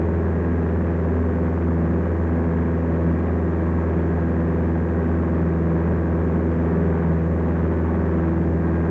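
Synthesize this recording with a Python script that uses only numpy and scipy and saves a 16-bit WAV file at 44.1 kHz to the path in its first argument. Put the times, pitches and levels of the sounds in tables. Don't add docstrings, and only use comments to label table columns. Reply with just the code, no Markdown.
import sys
import numpy as np
from scipy.fft import rfft, irfft, next_fast_len
from scipy.io import wavfile
from scipy.ndimage import map_coordinates

SR = 44100
rng = np.random.default_rng(int(sys.argv[2]) if len(sys.argv) > 2 else 0)


def to_wav(s):
    ch = np.atleast_2d(s).T
    pcm = np.round(np.clip(ch, -1, 1) * 32767)
    wavfile.write(sys.argv[1], SR, pcm.astype(np.int16))


N = 392490

# time_s, level_db
HUM_LEVELS = [(0.0, -26), (0.18, -31.5), (1.05, -29), (1.17, -40), (1.38, -25.5), (1.62, -32.5),
              (1.8, -24.6), (2.25, -33.5), (2.37, -27.5), (3.09, -25.5), (3.33, -35), (3.45, -30.5),
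              (4.59, -26), (5.01, -29.5), (5.73, -23.5), (5.94, -28.7), (7.14, -23), (7.89, -33),
              (8.25, -24.3), (8.88, -26.5)]
# time_s, level_db
THIRD_LEVELS = [(0.0, -36.5), (0.3, -43.5), (0.45, -30.6), (0.99, -36.5), (1.26, -27.5), (2.13, -34),
                (2.4, -28.8), (3.6, -33), (5.37, -30), (5.67, -39), (6.6, -28), (6.84, -35), (8.64, -32),
                (8.88, -31.5)]
# firing_multiple, level_db, db_per_hum_db
OVERTONE_LEVELS = [(4, -32.5, .29), (5, -39.5, 0), (6, -39.5, 0.65)]
# centre_s, firing_multiple, half_length_s, gain_db
OVERTONE_SWELLS = [(.1, 5, 0.16, 9.5), (1.25, 4, 0.21, -7.5), (6.852, 5, 0.21, 10), (7.15, 4, .4, -4.5),
                   (8.403, 4, .25, 3), (8.554, 6, .25, -6.5)]
# cycle_multiple, level_db
EXHAUST_TONES = [(2, -57), (5, -44), (6, -45.5), (7, -47), (9, -33), (10, -42), (11, -37.5), (13, -44.5),
                 (15, -45.5), (17, -44), (18, -39.5), (19, -38), (21, -43.5), (22, -49), (26, -48),
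                 (27, -48.5), (28, -46.5), (29, -51.5), (30, -53.5), (31, -50), (32, -53.5), (33, -52)]
# time_s, level_db
AIRFLOW_LEVELS = [(0.0, -33), (2.13, -32.5), (3.42, -32.5), (3.93, -31.3), (4.89, -33), (5.04, -31.5),
                  (5.58, -33), (5.88, -31), (6.03, -33), (7.02, -30.5), (7.29, -35), (7.5, -31.3),
                  (7.65, -32.2), (8.28, -31.5), (8.43, -34.5), (8.88, -32)]
# cycle_multiple, level_db
PANEL_RESONANCES = [(39, -54.5), (40, -54.5), (43, -53.5), (44, -51.5), (47, -52), (52, -50), (53, -52.5),
                    (55, -51.5), (58, -54.5), (64, -58.5), (70, -60.5), (72, -54.5), (74, -55.5),
                    (78, -52.5), (79, -58), (80, -56), (82, -58.5), (83, -55.5), (85, -59.5), (89, -59.5),
                    (90, -56.5), (97, -63.5), (98, -63)]
# pitch_hz, level_per_tone_db
BUZZ_BED = [(700, -60), (1000, -55.5), (1250, -63.5), (1400, -66), (1650, -66), (1800, -72.5),
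            (2000, -73.5), (2400, -68), (2800, -82.5)]
# frequency_hz, relative_db
ROAR_SPECTRUM = [(20, -29), (50, -18), (100, -3), (135, -3), (175, 3.5), (235, 1), (290, -2.5), (350, -0.5),
                 (420, -2), (465, -7), (510, -3), (600, -19.5), (750, -24.5), (2000, -77.5)]
# frequency_hz, relative_db
WASH_SPECTRUM = [(300, -29.5), (520, 3.5), (620, -0.5), (750, -1.5), (900, -3), (1100, -8), (2000, -47.5)]
# frequency_hz, relative_db
RUSH_SPECTRUM = [(600, -22.5), (900, -6), (1100, 0), (1400, -3), (1630, -1), (1790, -6), (1880, -2),
                 (2150, -11.5), (2400, -12.5), (2800, -14.5), (3500, -13), (4500, -14), (8000, -31.5)]
# frequency_hz, relative_db
HISS_SPECTRUM = [(100, 0.0), (7200, -1.5), (8000, -5.5), (8600, -13), (9500, -59.5)]

FIRING_START_HZ, SAG_HZ_PER_S, HUNT_HZ = 83.4, .095, .07
BOOM_DB, BOOM_DUCK_PER_HUM_DB = -24, .19
ROAR_DB, WASH_DB, RUSH_DB = -28, -37, -41.5
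BUZZ_PER_AIR_DB, WASH_PER_AIR_DB, RUSH_PER_AIR_DB = .54, 1.1, .62
HISS_DB, WHINE_DB, WHINE_HZ = -67.5, -85.5, 6665
BASS_CUT_HZ, TOP_CUT_HZ = 48, 8300


def amp(db):
    return 10 ** (np.asarray(db) / 20)


def level_at(spectrum, hz):
    points_hz, db = np.transpose(spectrum)
    return np.interp(np.log(hz + 1), np.log(points_hz + 1), db)


def fader(levels):
    time_s, db = np.transpose(levels)
    return np.interp(np.arange(N) / SR, time_s, db)


def swing(levels):
    db = fader(levels)
    return db - db.mean()


def wobble(rate_hz):
    coarse = np.linspace(0, N, 4096)
    knots = rng.standard_normal(4096)
    smooth = map_coordinates(knots, [coarse * rate_hz / SR], mode="wrap")
    return np.interp(np.arange(N), coarse, smooth)


def filtered(x, response):
    size = next_fast_len(N + SR // 2)
    return irfft(rfft(x, size) * response(np.fft.rfftfreq(size, 1 / SR)), size)[:N]


def noise(spectrum):
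    x = filtered(rng.standard_normal(N), lambda hz: amp(level_at(spectrum, hz)))
    return x / np.sqrt(np.mean(x ** 2) + 1e-20)


def engine_tones(cycle, tones, wander, drift_hz, size=8192, layers=4):
    multiple, db = np.transpose(tones)

    def pattern():
        bins = np.zeros(size // 2 + 1, complex)
        bins[np.rint(multiple).astype(int)] = amp(db) * np.exp(2j * np.pi * rng.random(len(db)))
        one_cycle = irfft(bins) * size / np.sqrt(2)
        return np.interp(cycle % 1 * size, np.arange(size), one_cycle)

    steady = pattern()
    drifting = sum(wobble(drift_hz) * pattern() for _ in range(layers)) / np.sqrt(layers)
    return (steady + wander * drifting) / np.hypot(1, wander)


def engine_cycle():
    firing_hz = FIRING_START_HZ - SAG_HZ_PER_S * np.arange(N) / SR + HUNT_HZ * wobble(2)
    return np.cumsum(firing_hz) / SR / 4


def drone(cycle):
    t = np.arange(N) / SR
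    hum_swing_db = swing(HUM_LEVELS)
    levels_db = {2: fader(HUM_LEVELS), 3: fader(THIRD_LEVELS)}
    for harmonic, db, follow in OVERTONE_LEVELS:
        levels_db[harmonic] = db + follow * hum_swing_db
    for centre_s, harmonic, half_s, db in OVERTONE_SWELLS:
        levels_db[harmonic] += db * np.exp(-((t - centre_s) / half_s) ** 2)
    phase = 2 * np.pi * 4 * cycle
    boom_db = BOOM_DB - BOOM_DUCK_PER_HUM_DB * hum_swing_db + .8 * wobble(25)
    wave = amp(boom_db) * np.cos(phase + .048 * wobble(18))
    for harmonic, db in levels_db.items():
        polarity = 1 if harmonic == 2 else -1
        gain = amp(db + 1.3 * wobble(14))
        wave += polarity * gain * np.cos(harmonic * phase + .12 * wobble(7))
    return np.sqrt(2) * wave


def exhaust_burble(cycle):
    return engine_tones(cycle, EXHAUST_TONES, wander=.45, drift_hz=6)


def panel_buzz(cycle, air_db):
    multiples = np.arange(34, 135)
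    cycle_hz = cycle[-1] * SR / N
    levels_db = dict(zip(multiples, level_at(BUZZ_BED, multiples * cycle_hz)))
    levels_db.update(PANEL_RESONANCES)
    buzz = engine_tones(cycle, list(levels_db.items()), wander=.5, drift_hz=4)
    return amp(BUZZ_PER_AIR_DB * air_db) * buzz


def slipstream(cycle, air_db):
    puff_db = .7 * np.cos(2 * np.pi * (4 * cycle - .3))
    gust_db = wobble(70)
    roar = amp(ROAR_DB + .87 * wobble(11)) * noise(ROAR_SPECTRUM)
    wash = amp(WASH_DB + WASH_PER_AIR_DB * air_db + gust_db) * noise(WASH_SPECTRUM)
    rush = amp(RUSH_DB + RUSH_PER_AIR_DB * air_db + puff_db + 1.3 * gust_db) * noise(RUSH_SPECTRUM)
    return roar + wash + rush


def overload(pressure, limit_db):
    return 1 / (1 + (np.maximum(pressure, 0) / amp(limit_db)) ** 8)


def saturate(x, ceiling_db):
    return x / (1 + (x / amp(ceiling_db)) ** 8) ** (1 / 8)


def muffle(x, edge_hz, order):
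    return filtered(x, lambda hz: 1 / np.hypot(1, (hz / edge_hz) ** order))


def scene():
    cycle = engine_cycle()
    engine = drone(cycle)
    burble = exhaust_burble(cycle)
    air_db = swing(AIRFLOW_LEVELS) + .25 * wobble(5.4)
    buzz = panel_buzz(cycle, air_db)
    air = slipstream(cycle, air_db)
    diaphragm = muffle(engine + .5 * burble, edge_hz=170, order=3)
    choke = overload(diaphragm, limit_db=-21.5)
    pressure = engine + burble + choke * (buzz + air)
    return muffle(saturate(pressure, ceiling_db=-7.5), edge_hz=2483, order=5)[None]


def record(dry):
    hiss = amp(HISS_DB) * noise(HISS_SPECTRUM)
    whine_phase = 2 * np.pi * WHINE_HZ * np.arange(N) / SR + .5 * wobble(20)
    whine = amp(WHINE_DB) * np.sqrt(2) * np.sin(whine_phase)
    bass_cut = lambda hz: hz ** 3 / np.hypot(hz ** 3, BASS_CUT_HZ ** 3)
    top_cut = lambda hz: 1 / (1 + (hz / TOP_CUT_HZ) ** 60)
    return filtered(dry[0] + hiss + whine, lambda hz: bass_cut(hz) * top_cut(hz))[None]


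dry = scene()
out = record(dry)
to_wav(out)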